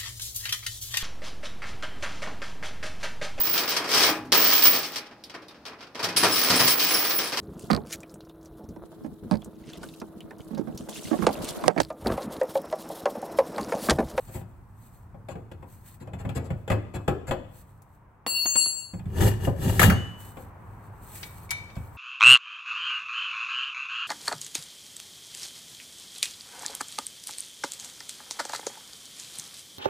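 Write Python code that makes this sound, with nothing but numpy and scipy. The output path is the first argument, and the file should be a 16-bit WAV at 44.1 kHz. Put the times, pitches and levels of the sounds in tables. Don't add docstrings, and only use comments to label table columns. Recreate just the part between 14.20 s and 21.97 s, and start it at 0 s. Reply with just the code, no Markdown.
import sys
import numpy as np
from scipy import signal
from scipy.fft import rfft, irfft, next_fast_len
from scipy.io import wavfile
from scipy.ndimage import uniform_filter1d

SR = 44100
rng = np.random.default_rng(int(sys.argv[2]) if len(sys.argv) > 2 else 0)


def wrap_up_sound(samples):
    columns = np.atleast_2d(samples).T
    tamed = np.clip(columns, -1, 1)
    steps = np.round(tamed * 32767).astype(np.int16)
    wavfile.write(sys.argv[1], SR, steps)


N = 342678
TIME_S = np.arange(N) / SR
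AGE_S = TIME_S[:SR]

# t/s, hold/s, level/dB
HAND_GRIPS = [(0.0, 3.37, 0.5), (4.8, 3.6, 3)]
# t/s, hold/s, level/dB
CLOTH_STROKES = [(0.0, 0.069, -51.5), (0.135, 0.021, -53.5), (0.625, 0.13, -62.5), (1.49, 0.086, -62.5),
                 (1.675, 0.016, -52), (3.374, 0.024, -60.5), (3.481, 0.26, -73), (6.015, 0.095, -53.5),
                 (6.17, 0.07, -60.5), (6.89, 0.15, -45.5), (7.17, 0.058, -55), (7.56, 0.32, -62.5)]
# t/s, level/dB
PIN_SLIPS = [(0.068, -44.5), (0.137, -34.5), (1.094, -40.5), (1.798, -43), (1.984, -40.5), (2.148, -28.5),
             (2.239, -42.5), (2.736, -30.5), (3.068, -31.5)]
# t/s, clank/dB, thump/dB, treble/dB (edges bright, flat faces dull)
MOUNT_KNOCKS = [(0.211, -44, -41.5, -1), (0.943, -43, -44, -13), (1.085, -31.5, -47, 2.5),
                (1.153, -33, -38, -9.5), (1.314, -39, -41.5, 3), (1.425, -39, -49, -5.5),
                (1.872, -35, -40.5, -7.5), (1.933, -36.5, -35, 5.5), (2.049, -32.5, -29.5, -2),
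                (2.09, -32, -32, 4.5), (2.303, -29.5, -25.5, 0), (2.477, -28.5, -42, 3.5),
                (2.5, -17.5, -24, -0.5), (2.515, -16.5, -26.5, -1), (2.878, -15.5, -24, 0),
                (3.109, -16.5, -39, 0.5), (4.735, -36, -32, -5), (4.793, -45, -36, 5.5),
                (4.855, -45, -30, 4.5), (5.122, -38.5, -34, 2), (5.272, -18, -22, -23),
                (5.454, -32.5, -20.5, -9), (6.169, -35, -46, -1), (7.563, -42, -32.5, 8)]
# t/s, thud/dB, ring/dB, favoured f/Hz, its boost/dB
PIN_BOUNCES = [(4.064, -25, -33.5, 4000, 5.5), (4.257, -31, -43, 6740, 24.5), (4.356, -27.5, -32, 7900, 12),
               (4.46, -38.5, -48, 10900, 16)]
# t/s, hold/s, speed/dB, side pressure/dB
TUBE_TUGS = [(5.019, 0.054, -0.5, -1.5), (5.246, 0.012, -12, -5), (5.437, 0.155, -7, -6)]
# t/s, clank/dB, thump/dB, favoured f/Hz
TUBE_CLANKS = [(5.594, -11, -20, 1860), (5.616, -12.5, -28, 1260), (5.63, -11, -14, 1780),
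               (5.655, -44, -11.5, 1660), (5.677, -39, -9.5, 980), (5.699, -17, -20, 1510),
               (5.722, -26.5, -24, 1200), (5.744, -51, -19.5, 1900)]
# t/s, ring/dB, tick/dB, tick centre f/Hz
STEEL_CLINKS = [(3.62, -80, -54, 12500), (6.953, -67, -45.5, 8140), (6.976, -69, -46, 8200),
                (7.03, -47, -32.5, 2960), (7.293, -45, -57, 4000), (7.307, -29.5, -24.5, 7460),
                (7.312, -50, -30, 1700), (7.501, -57, -51.5, 2900), (7.555, -61.5, -53, 4500)]

# f/Hz, level/dB, base t60/s
SWAY_MODES = [(57, -6.5, 0.21), (82.45, -6.5, 0.55), (105.4, -1, 0.35), (134.1, -0.5, 0.22),
              (178.7, -2, 0.19), (210, -10, 0.24), (260.8, -12.5, 0.28)]
MOUNT_MODES = [(357, 2.5, 0.25), (438.5, -9, 0.37), (529, 5, 0.19), (648, 2, 0.13), (710, -1.5, 0.22),
               (806.4, 2.5, 0.17), (1050, -10.5, 0.13), (1310, -30, 0.14), (1633, -1, 0.071),
               (1700, -15, 0.25), (1940, -9.5, 0.15), (2125, -2.5, 0.043), (2565, -6, 0.15),
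               (3080, -16, 0.11), (3174, -15.5, 0.16), (3400, -11, 0.085), (3470, -10, 0.089)]
TUBE_MODES = [(795, -4, .35), (940, -9, .3), (1305, -3, .22), (1752, 2, .2), (1836, -4, .24),
              (1925, -5, .18), (2844, -7, .55), (3235, -14, .4), (4484, -14, .35), (5674, -20, .3),
              (6418, -13, .55), (7960, -17, .25), (8248, -13, .3), (10780, -14, .25)]
CARRIED_MODES = [(950, -13, .15), (1888, -17, .35), (2062, -12, .16), (2265, 2, .29), (2320, -11, .7),
                 (3074, -23, .3), (3682, -12, .33), (3994, -21, .25), (4242, -17, .36), (5798, -15, .2),
                 (6024, -21, .3), (6940, -16, .18), (9049, -24, .25), (11180, -13, .12)]
PIN_BENDING_HZ = [2766, 4421, 6674, 7563, 11138, 13560, 15680]
# level/dB, free t60/s, beat f/Hz, pan left/dB, lobe peak t/s, gain once fallen/dB
PIN_MODES = [(-1.5, 4.6, 9.07, 6, 4.18, -6.5), (6, 2.5, 14, 5.5, 4.21, -1), (-8, 1.4, 16.76, 6, 3.8, -3),
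             (-1.5, 1.2, 19, 13, 3.9, 0), (1.5, 0.75, 34, -4, 5.6, 2.5), (-4.5, 3.7, 27, 0.5, 3.8, -25),
             (-6.5, 1.6, 39, 1, 4.37, -4.5)]
# f/Hz, base t60/s
DENSE_DECAY = [(100, 0.81), (400, 0.58), (800, 0.34), (2000, 0.19), (4000, 0.21), (8000, 0.12),
               (15000, 0.21)]

# f/Hz, level/dB
AIR_SPECTRUM = [(150, -34.5), (300, 2.5), (600, 0), (950, 5.5), (1500, -4), (2500, -17), (5000, -47),
                (15000, -40)]
RUMBLE_SPECTRUM = [(20, -20), (42, -1.5), (70, -3), (103, 6), (140, -4), (185, -7.5), (280, -16.5),
                   (600, -53)]
CLOTH_SPECTRUM = [(900, -14), (2000, -1), (4000, -7), (5600, -9), (7500, 1), (9500, -5), (12500, 1),
                  (15800, 0)]
CLANK_SPECTRUM = [(120, -3.5), (250, 4), (600, 2), (950, -2.5), (1800, -9.5), (2600, -14.5), (3450, -21),
                  (4200, -38)]
CRACK_SPECTRUM = [(1500, -12.5), (3300, -7), (4300, 5.5), (6000, -10), (7500, 14), (9200, -9), (11500, 3),
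                  (15500, -21.5)]
THUD_SPECTRUM = [(90, -23), (200, 11), (500, 3.5), (1100, 6.5), (1700, -3), (4000, -9.5), (12000, -26.5)]
GRIT_SPECTRUM = [(1800, -27), (3400, 4.5), (5500, -5), (7900, 5.5), (9500, -7), (11000, 5), (13000, 3),
                 (15800, -7)]
JUDDER_SPECTRUM = [(20, -15), (42, -7), (60, -5.5), (80, -2.5), (103, 3.5), (140, -7.5), (185, -8),
                   (280, -20), (400, -11.5), (700, -54)]
TUBE_SPECTRUM = [(120, -11), (300, 1), (750, 1), (1050, -3.5), (1800, -11.5), (2400, -16.5), (3300, -18),
                 (4500, -45.5)]


def amp(db):
    return 10 ** (np.asarray(db) / 20)


def at_hz(hz, points):
    f, value = np.transpose(points)
    return np.interp(np.log(hz + 1), np.log(f), value)


def fade(t, t60_s):
    return np.exp(-np.log(1000) * t / t60_s)


def unit(x, size=None):
    return x / np.sqrt(np.mean(x[..., :size] ** 2) + 1e-18)


def pan(x, left_db):
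    return x * amp([[left_db / 2], [-left_db / 2]])


def add(out, at_s, x):
    i = int(at_s * SR)
    out[:, i:i + x.shape[1]] += x[:, :N - i]


def stroke(at_s, hold_s, rise_db_per_s, fall_db_per_s):
    early_s, late_s = np.maximum(at_s - TIME_S, 0), np.maximum(TIME_S - at_s - hold_s, 0)
    return amp(-rise_db_per_s * early_s - fall_db_per_s * late_s)


def drift(rate_hz):
    return np.interp(TIME_S * rate_hz, np.arange(200), rng.standard_normal(200))


def handling():
    return sum(amp(db) * stroke(at_s, hold_s, 148, 27) for at_s, hold_s, db in HAND_GRIPS)


def noise(spectrum, size=SR, alike_hz=900):
    n = next_fast_len(size)
    hz = np.arange(n // 2 + 1) * SR / n
    mid, side = rfft(rng.standard_normal((2, n)))
    side = side * (hz + 0.11 * alike_hz) / (hz + alike_hz)
    bins = np.array([mid + side, mid - side]) * amp(at_hz(hz, spectrum))
    return unit(irfft(bins, n)[:, :size])


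def ring(modes, stretch=1, scatter_db=2):
    out = np.zeros((2, SR))
    for (hz, db, t60_s), (weight, lag, sign) in zip(modes, rng.standard_normal((len(modes), 3))):
        t = AGE_S[:int(SR * t60_s * stretch)]
        phase = np.array([[1], [-1]]) * lag * min(0.18 + hz / 2500, 1)
        gain = np.sign(sign) * amp(db + scatter_db * weight)
        out[:, :len(t)] += gain * fade(t, t60_s * stretch) * np.sin(2 * np.pi * hz * t + phase)
    return unit(out, size=1300)


def dense_modes(spectrum, stretch=1, direct_db=5, direct_t60_s=0.025):
    hz, t, bins = signal.stft(noise(spectrum, size=SR * 2 // 3), SR, nperseg=256)
    tail = fade(t, stretch * at_hz(hz, DENSE_DECAY)[:, None])
    burst = amp(direct_db) * fade(t, direct_t60_s)
    x = signal.istft(bins * (tail + burst), SR)[1]
    return unit(np.pad(x, ((0, 0), (0, SR - x.shape[1]))), size=1300)


def stick_slip(size, spread_db):
    contacts = rng.standard_normal(size)
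    force_db = spread_db * np.repeat(rng.standard_normal(size // 40 + 1), 40)[:size]
    return unit(contacts * amp(force_db))


def drive(force, response):
    response = response / np.sqrt(np.sum(response ** 2) / 2)
    return signal.fftconvolve(np.atleast_2d(force), response, axes=1)[:, :force.shape[-1]]


def chatter(response, t60_s, share_db):
    force = stick_slip(SR, 3.25) * fade(AGE_S, t60_s)
    force = amp(share_db) * force / np.sqrt(np.sum(force ** 2))
    force[0] += 1
    return unit(drive(force, response), size=1300)


def brighten(x, db, from_hz=900, to_hz=3000):
    n = 2 * x.shape[1]
    hz = np.arange(n // 2 + 1) * SR / n
    shelf = amp(at_hz(hz, [(from_hz, 0), (to_hz, db)]))
    return irfft(rfft(x, n) * shelf, n)[:, :x.shape[1]]


def room(rise_at_s=4.75, rise_s=1.22, rise_db=9):
    air_db = -61 + rise_db * np.clip((TIME_S - rise_at_s) / rise_s, 0, 1)
    rumble_gain = np.hypot(amp(-56), amp(-50) * handling())
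    return pan(noise(AIR_SPECTRUM, N) * amp(air_db), 1) + noise(RUMBLE_SPECTRUM, N) * rumble_gain


def cloth():
    brushes = sum(amp(db) * stroke(at_s, hold_s, 293, 193) for at_s, hold_s, db in CLOTH_STROKES)
    fidget = handling() * amp(-77 + 4 * drift(rate_hz=9))
    level = np.hypot(brushes, fidget) * amp(2 + 3.8 * drift(rate_hz=24))
    fibres = drive(stick_slip(N, 3.5), dense_modes(CLOTH_SPECTRUM, direct_db=10, direct_t60_s=0.0081))
    return pan(fibres * level, 1.3)


def garage(x, wet_db=-17, t60_s=0.67, onset_s=0.0025):
    tail = noise([(100, 0.5), (400, -3), (2500, 0), (7000, -4), (15000, -14.5)], alike_hz=200)
    return x + amp(wet_db) * drive(x, tail * fade(AGE_S, t60_s) * (1 - np.exp(-AGE_S / onset_s)))


def steel_clinks(tick_t60_s=0.062):
    out = np.zeros((2, N))
    for at_s, ring_db, tick_db, hz in STEEL_CLINKS:
        spectrum = [(hz / 6, -25), (hz / 2, -4), (hz, 0), (hz * 2, -10), (hz * 4, -28)]
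        tick = noise(spectrum) * fade(AGE_S, tick_t60_s)
        steel = ring(CARRIED_MODES, stretch=1.15, scatter_db=1)
        add(out, at_s, amp(ring_db - 1) * steel + amp(tick_db) * tick)
    return pan(out, 4.2)


def mount_thump(onset_s=0.0062):
    return unit(ring(SWAY_MODES, scatter_db=3.5) * (1 - np.exp(-AGE_S / onset_s)), size=2000)


def pin_slips(slip_s=0.0369):
    out = np.zeros((2, N))
    arch = np.sqrt(np.sin(np.pi * np.minimum(AGE_S / slip_s, 1)) + 1e-12)
    for at_s, db in PIN_SLIPS:
        force = stick_slip(SR, 0.73) * arch
        mount = dense_modes(CLANK_SPECTRUM) + amp(-4) * ring(MOUNT_MODES)
        clank = unit(drive(force, mount), size=1800)
        crack = unit(drive(force, dense_modes(CRACK_SPECTRUM, direct_db=15)), size=1800)
        add(out, at_s, pan(amp(db - 7) * clank + amp(db - 18) * crack, 5.3))
        add(out, at_s + slip_s / 3, amp(db - 1) * mount_thump())
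    return out


def mount_knocks(chatter_t60_s=0.036, bite_s=0.0018, stretch=0.76):
    out = np.zeros((2, N))
    bite = 1 - np.exp(-AGE_S / bite_s)
    for at_s, clank_db, thump_db, treble_db in MOUNT_KNOCKS:
        clank = chatter(dense_modes(CLANK_SPECTRUM, stretch, direct_db=3.5), chatter_t60_s, share_db=2.5)
        clank += amp(-2) * ring(MOUNT_MODES, stretch)
        crack = chatter(dense_modes(CRACK_SPECTRUM, stretch, direct_db=-7), chatter_t60_s, share_db=-5)
        blow = bite * amp(clank_db) * brighten(amp(-9) * clank + amp(-29) * crack, treble_db)
        add(out, at_s, pan(blow, 5) + amp(thump_db - 1) * mount_thump())
    return out


def floor_thuds():
    out = np.zeros((2, N))
    envelope = fade(AGE_S, 0.05) + amp(-18.5) * fade(AGE_S, 0.67)
    for at_s, thud_db, *_ in PIN_BOUNCES:
        add(out, at_s, amp(thud_db) * noise(THUD_SPECTRUM) * envelope)
    return pan(out, 2)


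def bounce_envelope(t, hz, t60_s, focus_oct=0.18, onset_s=0.008):
    energy = 0
    for at_s, _, ring_db, favoured_hz, boost_db in PIN_BOUNCES:
        nearness = np.exp(-(np.log2(hz / favoured_hz) / focus_oct) ** 2)
        age_s = np.maximum(t - at_s, 0)
        decay = fade(age_s, t60_s) * (1 - np.exp(-age_s / onset_s))
        energy += (amp(ring_db + boost_db * nearness) * decay) ** 2
    return np.sqrt(energy)


def bending_tone(hz, beat_hz, beat_depth=0.35, flutter_depth=0.19):
    plane_a, plane_b = np.exp(2j * np.pi * rng.random((2, 2, 1)))
    real, imag = unit(uniform_filter1d(uniform_filter1d(rng.standard_normal((2, 2, SR)), 260), 90))
    fluttering = plane_a * (1 + flutter_depth * (real + 1j * imag))
    detuned = beat_depth * plane_b * np.exp(2j * np.pi * beat_hz * AGE_S)
    return ((fluttering + detuned) * np.exp(2j * np.pi * hz * AGE_S)).imag


def pin_ring(spin_hz=4.35, tip_at_s=4.345, tip_s=0.018, rest_at_s=4.47, choke_at_s=4.793):
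    tone = np.zeros((2, N))
    start_s = PIN_BOUNCES[0][0]
    t = start_s + AGE_S
    fallen = np.clip((t - tip_at_s) / tip_s, 0, 1)
    resting = fade(np.maximum(t - rest_at_s, 0), t60_s=0.73)
    for hz, (db, t60_s, beat_hz, left_db, peak_s, fallen_db) in zip(PIN_BENDING_HZ, PIN_MODES):
        lobe_db = 3.5 * np.cos(2 * np.pi * spin_hz * (t - peak_s))
        level = amp(db + lobe_db + fallen_db * fallen) * resting * bounce_envelope(t, hz, t60_s)
        add(tone, start_s, pan(level * bending_tone(hz, beat_hz), left_db))
    echoes = rng.standard_normal((2, SR)) * fade(AGE_S, t60_s=0.45)
    choke = fade(np.maximum(TIME_S - choke_at_s, 0), t60_s=0.04)
    return choke * (tone + amp(-6) * drive(tone, echoes))


def tube_scrape(wall_exponent=0.76, judder_exponent=0.6):
    grit_gain = wall_gain = judder_gain = 0
    for at_s, hold_s, speed_db, pressure_db in TUBE_TUGS:
        speed = amp(speed_db) * stroke(at_s, hold_s, 341.5, 307.5)
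        grit_gain = np.maximum(grit_gain, speed)
        wall_gain = np.maximum(wall_gain, amp(pressure_db) * speed ** wall_exponent)
        judder_gain = np.maximum(judder_gain, amp(pressure_db) * speed ** judder_exponent)
    catches = amp(2.5 * unit(uniform_filter1d(rng.standard_normal(N), 300)))
    walls = dense_modes(TUBE_SPECTRUM, direct_db=14)
    walls += amp(-6) * ring(TUBE_MODES, stretch=0.1) + amp(-9.5) * ring(MOUNT_MODES, stretch=0.34)
    grit_force = stick_slip(N, 1.7) * catches
    hiss = grit_gain * drive(grit_force, dense_modes(GRIT_SPECTRUM, direct_db=28, direct_t60_s=0.14))
    rub = wall_gain * drive(stick_slip(N, 4.54) * catches, walls)
    judder = judder_gain * noise(JUDDER_SPECTRUM, N)
    return pan(amp(-32) * hiss, 2.9) + pan(amp(-25.5) * rub, 6.2) + pan(amp(-15.5) * judder, 0.95)


def tube_ring(start_s=5.745, hz=2972, onset_s=0.096, t60_s=0.52):
    t = np.maximum(TIME_S - start_s, 0)
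    envelope = amp(-26) * (1 - np.exp(-t / onset_s)) * fade(t, t60_s)
    return pan(envelope * np.sin(2 * np.pi * hz * t), 2.8)


def tube_clanks(clear_at_s=5.63, crack_fall_db_per_s=379, stretch=0.78):
    out = np.zeros((2, N))
    for at_s, clank_db, thump_db, hz in TUBE_CLANKS:
        steel = amp(-14) * dense_modes(TUBE_SPECTRUM, stretch, direct_db=-26)
        steel += amp(-15) * ring(TUBE_MODES, stretch)
        wall = noise([(hz / 2, -28), (hz, 0), (hz * 2.15, -28)]) * fade(AGE_S, t60_s=0.073)
        steel += amp(-9) * unit(wall, size=1300)
        crack_db = -26 - crack_fall_db_per_s * max(at_s - clear_at_s, 0)
        crack = chatter(dense_modes(GRIT_SPECTRUM, stretch, direct_db=-13.5), t60_s=0.077, share_db=12)
        blow = pan(amp(clank_db) * steel, 4.8) + pan(amp(crack_db) * crack, 7.2)
        add(out, at_s, blow + amp(thump_db - 4) * mount_thump())
    return out


def scene():
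    steel = mount_knocks() + pin_slips() + tube_scrape() + tube_clanks() + tube_ring() + steel_clinks()
    return garage(steel) + floor_thuds() + pin_ring() + cloth() + room()


def record(dry):
    limited = dry / (1 + (dry / 0.85) ** 4) ** 0.25
    return signal.sosfilt(signal.ellip(10, 0.2, 80, 16000, fs=SR, output="sos"), limited)


dry = scene()
out = record(dry)
wrap_up_sound(out)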